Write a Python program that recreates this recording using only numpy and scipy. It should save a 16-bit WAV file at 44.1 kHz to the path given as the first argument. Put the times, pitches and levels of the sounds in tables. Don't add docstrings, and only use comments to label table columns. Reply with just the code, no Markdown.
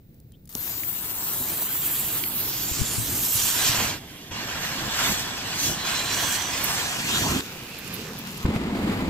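import sys
import numpy as np
from scipy import signal
from scipy.fft import rfft, irfft
from scipy.io import wavfile
from scipy.ndimage import map_coordinates

SR = 44100
rng = np.random.default_rng(int(sys.argv[2]) if len(sys.argv) > 2 else 0)


def output_pcm(signal):
    pcm = np.clip(np.atleast_2d(signal).T, -1, 1) * 32767
    wavfile.write(sys.argv[1], SR, np.round(pcm).astype(np.int16))


N = 400869
LIGHT_S, BURY_S, RELIGHT_S = 0.49, 7.41, 8.447
SIZE, HOP = 1024, 256
T = np.arange(N) / SR
HZ = np.maximum(np.fft.rfftfreq(SIZE, 1 / SR), 1)[:, None]
FRAME_S = np.arange(-(-N // HOP) + 1) * HOP / SR

# f/Hz, share for the open jet, share for burrow and air
COHERENCE = [(25, 0.87, 0.88), (60, 0.97, 0.92), (210, 0.99, 0.98), (910, 0.73, 0.73), (2480, 0.39, 0.37),
             (6600, 0.58, 0.053), (14000, 0.093, .1)]
# t/s, treble left minus right/dB, left lag/ms
BEARING = [(.5, 5.5, -0.2), (.9, 6, -0.11), (1.2, 2.5, -0.093), (1.7, -0.5, 0.048), (2.3, -2, -0.073),
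           (3.15, -2, 0.018), (4.15, -3, -0.081), (5.4, -1, -.1), (6.4, -3.5, 0.011), (6.9, -1.5, -.16),
           (7.4, -1, -0.17), (7.97, -5.5, 0.1), (8.25, 0, -0.17)]


def undb(db):
    return 10 ** (np.asarray(db) / 20)


def follow(rows):
    times_s, *columns = np.transpose(rows)
    return [np.interp(FRAME_S, times_s, c) for c in columns]


def across(rows):
    hz, *columns = np.transpose(rows)
    return [np.interp(np.log(HZ), np.log(hz), c) for c in columns]


def split(x):
    return signal.stft(x, nperseg=SIZE, noverlap=SIZE - HOP)[2]


def join(spectra):
    return signal.istft(spectra, nperseg=SIZE, noverlap=SIZE - HOP)[1][..., :N]


def delay(ms):
    return np.exp(-2j * np.pi * HZ * ms / 1000)


def gate(start_s, stop_s=np.inf):
    return np.clip(np.minimum(T - start_s, stop_s - T) / 0.0032, 0, 1)


def ramp(start_s, length_s):
    return np.clip((FRAME_S - start_s) / length_s, 0, 1)


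def swell(at_s, half_s):
    return np.exp(-((FRAME_S - at_s) / half_s) ** 2)


def peak(hz, width_hz):
    return np.exp(-((HZ - hz) / width_hz) ** 2)


def walk(rate_hz, times_s):
    steps = rng.standard_normal(2 ** 14)
    return np.sqrt(3 / 2) * np.interp(times_s * rate_hz, np.arange(len(steps)), steps)


def patches(width_hz, rate_hz):
    where = np.array(np.broadcast_arrays(HZ / width_hz, FRAME_S * rate_hz))
    return 3 / 2 * map_coordinates(rng.standard_normal((512, 512)), where, order=1, mode="wrap")


def band_db(colour_db, low_hz, high_hz):
    inside = (HZ[:, 0] >= low_hz) & (HZ[:, 0] < high_hz)
    return 10 * np.log10(np.sum(undb(colour_db[inside]) ** 2, axis=0) / len(HZ))


def resonance(rows, width_hz):
    hz, db = follow(rows)
    return db * peak(hz, width_hz)


def passing_rings(rows):
    return sum(db * swell(at_s, half_s) * peak(hz, width_hz) for at_s, half_s, hz, width_hz, db in rows)


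def turbulence(coherence, rough_db, rough_hz):
    gusts = undb(rough_db * walk(rough_hz, T))
    noise = split(rng.standard_normal((3, N)) * gusts / np.sqrt(np.mean(gusts ** 2)))
    lag = delay(follow(BEARING)[1] / 2)
    common = noise[0] * np.array([lag, lag.conj()])
    return np.sqrt(coherence) * common + np.sqrt(1 - coherence) * noise[1:]


def air():
    # f/Hz, relative level/dB
    colour = [(15, -37), (25, 2), (96, 5), (148, 5.5), (421, -13.5), (469, -13.5), (1020, -33),
              (2230, -29.5), (3260, -35), (3720, -32), (6380, -38), (7700, -37), (11500, -42), (15500, -18)]
    noise = turbulence(across(COHERENCE)[1], rough_db=0.5, rough_hz=16)
    rumble = join(noise * undb(across(colour)[0]))
    return rumble / rumble.std() * undb(np.interp(T, [0.5, 0.9], [-49, -54]))


def squeak(at_s=0.345, hz=3230, glide_hz_per_s=12000, half_s=0.014, peak_db=-58):
    t = T - at_s
    pitch_hz = hz + glide_hz_per_s * np.clip(t, -0.05, 0.05) + 200 * walk(1300, T)
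    return undb(peak_db) * np.exp(-(t / half_s) ** 2) * np.sin(2 * np.pi * np.cumsum(pitch_hz) / SR)


def puffs():
    # t/s, peak/dB, f/Hz, decay/s, left minus right/dB
    pushes = [(0.5535, -27.5, 231, 0.0041, 1), (2.714, -26, 70, .01, 12), (2.792, -26, 123.7, 0.033, 23),
              (2.813, -18.5, 62.6, 0.0041, 28), (2.817, -22.5, 189, 0.0082, 23),
              (2.98, -23.5, 110, 0.023, 28), (3.355, -31, 100, 0.017, -8), (3.694, -22, 113, 0.0058, 8),
              (3.785, -27, 90, 0.0061, 6), (4.313, -29.5, 89, 0.0053, 1), (8.447, -14, 69.6, 0.0093, 1),
              (8.452, -12.5, 185, 0.0054, 1), (8.466, -15, 190, .004, 0), (8.489, -14, 160, 0.0049, 1),
              (8.561, -14, 151, .005, 1), (8.844, -16, 204, 0.0069, 0), (8.894, -19, 220, 0.0049, -1)]
    t = np.arange(SR // 4) / SR
    out = np.zeros((2, N + len(t)))
    for at_s, db, hz, decay_s, pan_db in pushes:
        push = np.sin(2 * np.pi * hz * t) * np.exp(-t / decay_s) * (1 - np.exp(-t / 0.00065))
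        pan = undb([[pan_db], [0]])
        start = int(at_s * SR)
        out[:, start:start + len(t)] += undb(db) * pan / pan.mean() * push / abs(push).max()
    return out[:, :N]


def ticks_and_pops(size=4096, rise_share=0.17):
    # t/s, level before envelope/dB, decay/s, f/Hz, width/octaves, left minus right/dB
    snaps = [(.144, -54, .003, 12000, 1.2, 5), (.201, -44, 0.0014, 12000, 1.2, 4),
             (.32, -47, .002, 11000, 2.3, 5), (.455, -44, 0.0023, 13000, 1.1, 10),
             (.474, -42, 0.0039, 14000, 1.9, 1), (.491, -40, 0.0076, 13000, 2.5, 5),
             (.515, -38, .002, 12000, 1.7, 3), (.526, -32, .002, 13000, 1.7, 4),
             (.5355, -32, .004, 15000, 0.68, 2), (0.5517, -12, 0.0012, 12500, 1.33, 2),
             (.5525, -30.5, 0.0046, 418, 0.91, -1), (0.835, -26, 0.0009, 1800, 0.73, -16),
             (1.585, -31, .003, 870, .6, -5), (1.621, -31, 0.0034, 850, 0.65, -4),
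             (1.752, -29.5, 0.0025, 1040, 0.55, -2), (2.238, -21, 0.0018, 2530, 0.63, -8),
             (4.311, -47, 0.012, 1850, 0.8, -2), (6.634, -27, 0.023, 13300, .2, -14),
             (6.6434, -7.5, 0.00039, 12900, 0.28, -12), (7.407, -22, 0.0013, 3000, 0.62, -2),
             (7.783, -37, 0.012, 13000, 0.25, -13), (7.877, -33, .003, 10000, .6, -3),
             (7.926, -33, .003, 9000, .8, -3), (7.937, -28.5, 0.011, 13000, 0.29, -12),
             (8.186, -32, .007, 13500, 0.38, -9), (8.316, -31, .0015, 13000, .4, -2),
             (8.378, -31, 0.0017, 10900, 0.27, -6), (8.454, -23, 0.0032, 800, 0.94, 0),
             (8.552, -34, .003, 1500, .8, 0), (8.561, -24, 0.0033, 690, 1.3, 4),
             (8.568, -29.5, .002, 1600, 1.1, 0)]
    t = np.arange(size) / SR
    bins_hz = np.maximum(np.fft.rfftfreq(size, 1 / SR), 1)
    out = np.zeros((2, N + size))
    for at_s, db, decay_s, hz, octaves, pan_db in snaps:
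        noise = rng.standard_normal((3, size))
        band = np.exp(-0.5 * (np.log2(bins_hz / hz) / octaves) ** 2)
        snap = irfft(rfft(noise[0] + noise[1:]) * band)
        envelope = np.exp(-t / decay_s) * (1 - np.exp(-t / (rise_share * decay_s)))
        pan = undb([[pan_db / 2], [-pan_db / 2]])
        start = int(at_s * SR)
        out[:, start:start + size] += undb(db) * pan * snap / snap.std() * envelope
    return out[:, :N]


def burrow_drone(waver_rate_hz=130, stray_hz=31.93, wobble_db=1.5):
    # t/s, f/Hz, level/dB
    note = [(7.75, 182, -65), (7.92, 184, -42), (8.44, 188, -40.5), (8.47, 195, -33), (9.08, 200.3, -32)]
    times_s, hz, db = np.transpose(note)
    pitch_hz = np.interp(T, times_s, hz) + stray_hz * walk(waver_rate_hz, T)
    level_db = np.interp(T, times_s, db) + wobble_db * walk(waver_rate_hz, T)
    return np.sqrt(2) * np.sin(2 * np.pi * np.cumsum(pitch_hz) / SR) * undb(level_db) * gate(times_s[0])


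def crackle(rate_hz, scatter_db):
    sparks = rng.random(N) < rate_hz / SR
    sizes = undb(np.minimum(scatter_db * rng.exponential(size=N), 10))
    clicks = sparks * sizes * rng.uniform(-1.36, 1, (2, N))
    return split(clicks / clicks.std())


def register_levels(law, flow_db=0):
    # t/s, half length/s, extra flow/dB, extra roar/dB
    flares = [(0.692, 0.068, 2, 3), (3.817, 0.043, 2, 2), (4.376, 0.021, 0.5, 1), (4.654, 0.053, 2.5, 1.5),
              (5.04, 0.084, 2.5, 8.5), (5.105, 0.14, 7.5, -5.5), (5.659, 0.096, 14, -8.5),
              (5.897, 0.091, 1, 2.5), (8.553, 0.017, 5, -4), (8.8, .04, 3, -2), (8.942, 0.11, 6, -2.5)]
    # t/s, half length/s, extra flutter/dB
    gusts = [(1.42, 0.15, 4), (2.587, 0.56, 5), (3.157, 0.11, 7), (3.833, 0.14, 3.5), (4.848, 0.066, 5.5),
             (5.108, 0.028, 7.5), (5.695, 0.069, 6.5), (8.494, 0.033, 3), (8.56, 0.013, -1)]
    flow_db = flow_db + sum(db * swell(at_s, half_s) for at_s, half_s, db, _ in flares)
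    flutter, roar, hiss, sizzle = (db + slope * flow_db for db, slope in law)
    flutter += sum(db * swell(at_s, half_s) for at_s, half_s, db in gusts)
    roar += sum(db * swell(at_s, half_s) for at_s, half_s, _, db in flares)
    return np.array([flutter, roar, hiss, sizzle])


def burning(noise, levels_db, colour_db, flicker_db, flicker_hz, ground_gain=0.031):
    # low f/Hz, high f/Hz
    registers = [(180, 450), (600, 3000), (4000, 9000), (11000, 15000)]
    # t/s, delay/ms
    ground_echo = [(3.1, 0.64), (3.8, 1.17), (6.4, 0.93), (6.7, 2), (6.95, 2.4), (7.4, 0.53), (8, 0.59),
                   (8.2, 1)]
    log_centres = np.log(np.prod(registers, axis=1)) / 2
    shape_db = colour_db
    for band_hz, level_db, own in zip(registers, levels_db, np.eye(len(registers))):
        lift_db = level_db - band_db(colour_db, *band_hz) + flicker_db * walk(flicker_hz, FRAME_S)
        shape_db = shape_db + np.interp(np.log(HZ), log_centres, own) * lift_db
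    comb = (1 + ground_gain * delay(follow(ground_echo)[0])) / np.sqrt(1 + ground_gain ** 2)
    shade = undb(follow(BEARING)[0] * HZ / (HZ + 500))
    pan = np.array([shade, np.ones_like(shade)]) * np.sqrt(2 / (1 + shade ** 2))
    return noise * undb(shape_db) * comb * pan


def smoulder():
    # f/Hz, relative level/dB
    colour = [(15, -50), (25, -10), (101, -8), (188, -2), (267, -7), (470, -11.5), (598, -17),
              (2170, -18.5), (2630, -15), (3170, -16.5), (6380, -19.5), (9550, -36), (12800, -35),
              (15500, -40)]
    # t/s, half length/s, f/Hz, width/Hz, gain/dB
    rings = [(7.7, 0.35, 2540, 400, 4.5), (8.073, 0.05, 455, 80, 14), (8.1, 0.032, 1500, 900, 9)]
    # t/s, flow/dB re normal
    flow = [(7.44, 2.5), (7.6, -1.5), (7.75, -2), (7.91, 4), (8.08, 1.5), (8.17, -0.5), (8.42, 0.5)]
    # level at normal flow/dB, slope/(dB per dB of flow)
    law = [(-46, 0.81), (-40.5, 0.51), (-46, 0.83), (-48, 0.15)]
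    noise = turbulence(across(COHERENCE)[1], rough_db=1.0, rough_hz=600)
    ember_share = 0.22 * HZ ** 2 / (HZ ** 2 + 5000 ** 2)
    noise = np.sqrt(1 - ember_share) * noise + np.sqrt(ember_share) * crackle(rate_hz=250, scatter_db=3)
    colour_db = across(colour)[0] + 1.2 * patches(width_hz=207, rate_hz=14) + passing_rings(rings)
    levels_db = register_levels(law, follow(flow)[0])
    smoke = burning(noise, levels_db, colour_db, flicker_db=1.2, flicker_hz=25)
    return join(smoke) * gate(BURY_S - 0.004, RELIGHT_S + 0.0037)


def burrow_flame():
    # f/Hz, relative level/dB
    colour = [(15, -41), (25, -10), (110, -1), (150, -19), (200, 1), (280, 1), (370, -7.5), (523, -14),
              (722, -16.5), (1750, -26), (2060, -23), (2770, -27), (4620, -32), (5880, -40.5),
              (7100, -39.5), (9810, -56.5), (15500, -62)]
    # level at normal flow/dB, slope/(dB per dB of flow)
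    law = [(-30.5, 0.38), (-36, 1.3), (-48, 0.33), (-56, 1.2)]
    noise = turbulence(across(COHERENCE)[1], rough_db=1.03, rough_hz=130)
    flame = burning(noise, register_levels(law), across(colour)[0], flicker_db=-0.4, flicker_hz=12)
    return join(flame) * gate(RELIGHT_S)


def near_echoes(strength):
    # delay/ms, relative gain left, relative gain right
    taps = [(0.282, 0.041, -0.0023), (0.519, -0.12, 0.12), (0.659, -0.08, 0.11), (.725, 0.16, 0.12),
            (1.14, 0.06, 0.051), (1.29, 0.21, -0.062), (1.86, .1, .04), (2.03, -0.047, 0.079),
            (2.541, -0.023, 0.0066)]
    echoes = sum(np.array([left, right])[:, None, None] * delay(ms) for ms, left, right in taps)
    response = 1 + strength * echoes / (1 + (HZ / 9000) ** 6)
    return response / np.sqrt(np.mean(abs(response) ** 2, axis=1, keepdims=True))


def hole_ring_db():
    # f/Hz, width/Hz, full gain/dB
    modes = [(708, 87, 3.5), (1030, 78, 3), (1650, 91, 1.5), (1930, 76, 1.5), (2430, 87, 2), (2900, 75, 5),
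             (3365, 230, 6), (4040, 120, -1), (4300, 79, 0.5), (5970, 110, 3.5), (6350, 130, 5),
             (7500, 670, 4)]
    drift = 1 + 0.015 * walk(3.6, FRAME_S)
    return sum(db * peak(hz * drift, width_hz) for hz, width_hz, db in modes)


def whistles_db(edge_s=0.025):
    # start/s, length/s, f/Hz, width/Hz, gain/dB
    vents = [(2.646, 0.35, 7300, 240, 6.5), (5.578, 0.17, 6260, 300, 7), (5.777, 0.35, 4040, 150, 8),
             (5.82, 0.32, 7400, 240, 1), (6.13, 0.38, 6080, 129, 9), (6.3, .21, 5830, 110, 6.5)]
    return sum(db * peak(hz, width_hz) * (ramp(at_s, edge_s) - ramp(at_s + length_s, edge_s))
               for at_s, length_s, hz, width_hz, db in vents)


def lowering_db():
    # t/s, f/Hz, gain/dB
    swish = [(6.55, 2090, 8), (6.67, 1750, 0.5), (6.85, 1450, 2.5), (6.98, 1930, 0), (7.07, 2470, 6),
             (7.1, 3000, 2), (7.125, 3330, 13), (7.165, 3750, 6), (7.22, 4200, 0), (7.4, 5830, -6)]
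    mouth = [(7.05, 850, 1.5), (7.1, 1050, 5), (7.17, 1490, 6), (7.21, 1100, -9), (7.25, 870, 12),
             (7.31, 1190, 11), (7.37, 1470, 1), (7.4, 1780, -2)]
    boom = [(6.85, 230, -4), (7.1, 245, 11), (7.2, 250, 9), (7.27, 251, 7), (7.4, 267, 16)]
    peaks_db = resonance(swish, width_hz=610) + resonance(mouth, width_hz=230)
    peaks_db += resonance(boom, width_hz=210)
    return ramp(6.49, 0.17) * peaks_db


def hiss_dip_db():
    # t/s, f/Hz, gain/dB
    dip = [(.5, 5300, 6), (1.1, 5800, -4.5), (2.05, 5570, -13), (2.3, 6130, -10.5), (2.55, 8200, -6),
           (2.9, 9600, 12)]
    return resonance(dip, width_hz=2030)


def sizzle_and_body_db(handover):
    # t/s, f/Hz, gain/dB
    sizzle = [(.55, 15100, 2.5), (1.6, 13800, 4.5), (2.5, 13100, 3), (3.3, 13450, 16), (3.85, 13100, 6),
              (4.3, 12800, 15.5), (6.2, 13600, 1.5), (6.8, 13600, -2.5), (7.4, 13740, 3)]
    # t/s, half length/s, f/Hz, width/Hz, gain/dB
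    rings = [(1.33, 0.28, 1000, 780, 11), (1.45, .22, 4000, 320, 3), (2.25, 0.39, 1100, 570, 4.5),
             (0.88, 0.14, 4000, 1500, 3)]
    sputter_db = 2 * patches(width_hz=1174, rate_hz=32) * peak(13700, width_hz=4500)
    return resonance(sizzle, width_hz=2140) + passing_rings(rings) + (1 - handover) * sputter_db


def open_levels(handover, flame_out):
    # t/s, flow/dB re normal
    flow = [(.6, -12), (1.22, -7), (1.45, -5.5), (2.15, -3.5), (2.35, -7.5), (2.58, -3), (2.79, 2.5),
            (3.2, 0.5), (3.47, 6.5), (3.7, 7), (3.82, 6.5), (4.3, -6.5), (4.9, 0), (5.45, -4), (5.78, -5.5),
            (5.88, 2), (6.03, 1), (6.17, 4.5), (6.5, 2.5), (6.8, 3.5), (7.03, 0), (7.13, 3), (7.36, 3),
            (7.4, 2)]
    # level at normal flow/dB, slope/(dB per dB of flow)
    fuse_law = [(-46.5, 0.18), (-40, 0.5), (-30.5, 1.2), (-35.5, -0.3)]
    tube_law = [(-43, 0.27), (-30, 0.59), (-31.5, 0.87), (-42.5, 1.35)]
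    smoke_law = [(-48.5, 0.12), (-46, 0.082), (-47.5, 0.047), (-54.5, 0.066)]
    # t/s, gain/dB
    sizzle = [(.6, -0.5), (1.0, 1), (1.25, 2.5), (1.65, 7), (1.88, 5), (2.55, 6), (2.85, -1), (3.1, 5),
              (3.35, 12.5)]
    # t/s, half length/s, extra sizzle/dB
    spurts = [(0.58, 0.016, 2), (.69, .05, 2.5), (.89, .03, 3), (1.304, 0.044, 3.5), (1.42, .04, 1.5),
              (1.674, 0.043, -3), (1.87, .018, 7), (1.93, .025, 2), (1.99, 0.037, 3), (2.08, 0.022, 1),
              (2.155, 0.039, 3.5), (2.31, 0.033, -4), (2.37, .025, 0.5), (2.54, .03, -3), (2.633, .04, 1)]
    flow_db = follow(flow)[0] + 0.97 * walk(7.9, FRAME_S)
    fuse_db, tube_db, smoke_db = (register_levels(law, flow_db) for law in (fuse_law, tube_law, smoke_law))
    fuse_db[-1] += follow(sizzle)[0] + sum(db * swell(at_s, half_s) for at_s, half_s, db in spurts)
    tube_db[0] += 14 * ramp(6.97, 0.34)
    kindling_db = -12 * (1 - ramp(0.532, 0.045))
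    alight_db = (1 - handover) * fuse_db + handover * tube_db + kindling_db
    return (1 - flame_out) * alight_db + flame_out * smoke_db


def open_jet():
    # f/Hz, relative level/dB
    fuse_colour = [(15, -30), (25, -9), (122, 2), (204, -4), (300, -1), (570, -11), (900, -7), (1500, -8),
                   (2700, -6.5), (4200, -5.5), (5200, -5.5), (7400, -4), (9300, -14), (11500, -11.5),
                   (13500, -8), (15500, -10)]
    tube_colour = [(15, -37), (25, -13), (140, -2.5), (267, -3.5), (421, -7.5), (722, -6.5), (1270, -8.5),
                   (1660, -4), (2170, -2.5), (3260, -3), (4750, 1), (7500, -3.5), (10100, -18.5),
                   (12200, 3), (15500, 0)]
    # t/s, share of ring and close echoes
    nearness = [(2.9, 0.15), (3.5, 0.78), (6.48, 1), (6.62, 0.69)]
    over_hole, = follow(nearness)
    handover = ramp(3.357, 0.45)
    flame_out = ramp(3.78, 0.22) ** 3.6 * (1 - ramp(4.307, 0.008))
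    fuse_share = 0.98 * (1 - handover) + 0.29 * handover
    flame_db = fuse_share * across(fuse_colour)[0] + (1 - fuse_share) * across(tube_colour)[0]
    smoke_db = 5 * peak(2760, width_hz=1600) + 5 * peak(10200, width_hz=1300)
    hole_db = over_hole * hole_ring_db() + lowering_db()
    vent_db = sizzle_and_body_db(handover) + whistles_db() + flame_out * smoke_db
    eddy_db = 2.85 * patches(width_hz=170, rate_hz=30) * HZ / (HZ + 1500)
    colour_db = flame_db + hole_db + vent_db + eddy_db + hiss_dip_db()
    gas = turbulence(across(COHERENCE)[0], rough_db=0.23, rough_hz=440)
    sparks = crackle(rate_hz=650, scatter_db=4.5)
    spark_share = 0.015 + 0.075 * (1 - handover)
    noise = np.sqrt(1 - spark_share) * gas + np.sqrt(spark_share) * sparks
    jet = burning(noise, open_levels(handover, flame_out), colour_db, flicker_db=1.0, flicker_hz=50)
    echoes = near_echoes(over_hole * (1 - flame_out))
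    return join(jet * echoes) * gate(LIGHT_S, BURY_S)


def scene():
    tubes = open_jet() + smoulder() + burrow_flame()
    return tubes + burrow_drone() + ticks_and_pops() + puffs() + squeak() + air()


def record(dry):
    return signal.sosfilt(signal.ellip(12, 0.1, 80, 15550, fs=SR, output="sos"), dry)


dry = scene()
out = record(dry)
output_pcm(out)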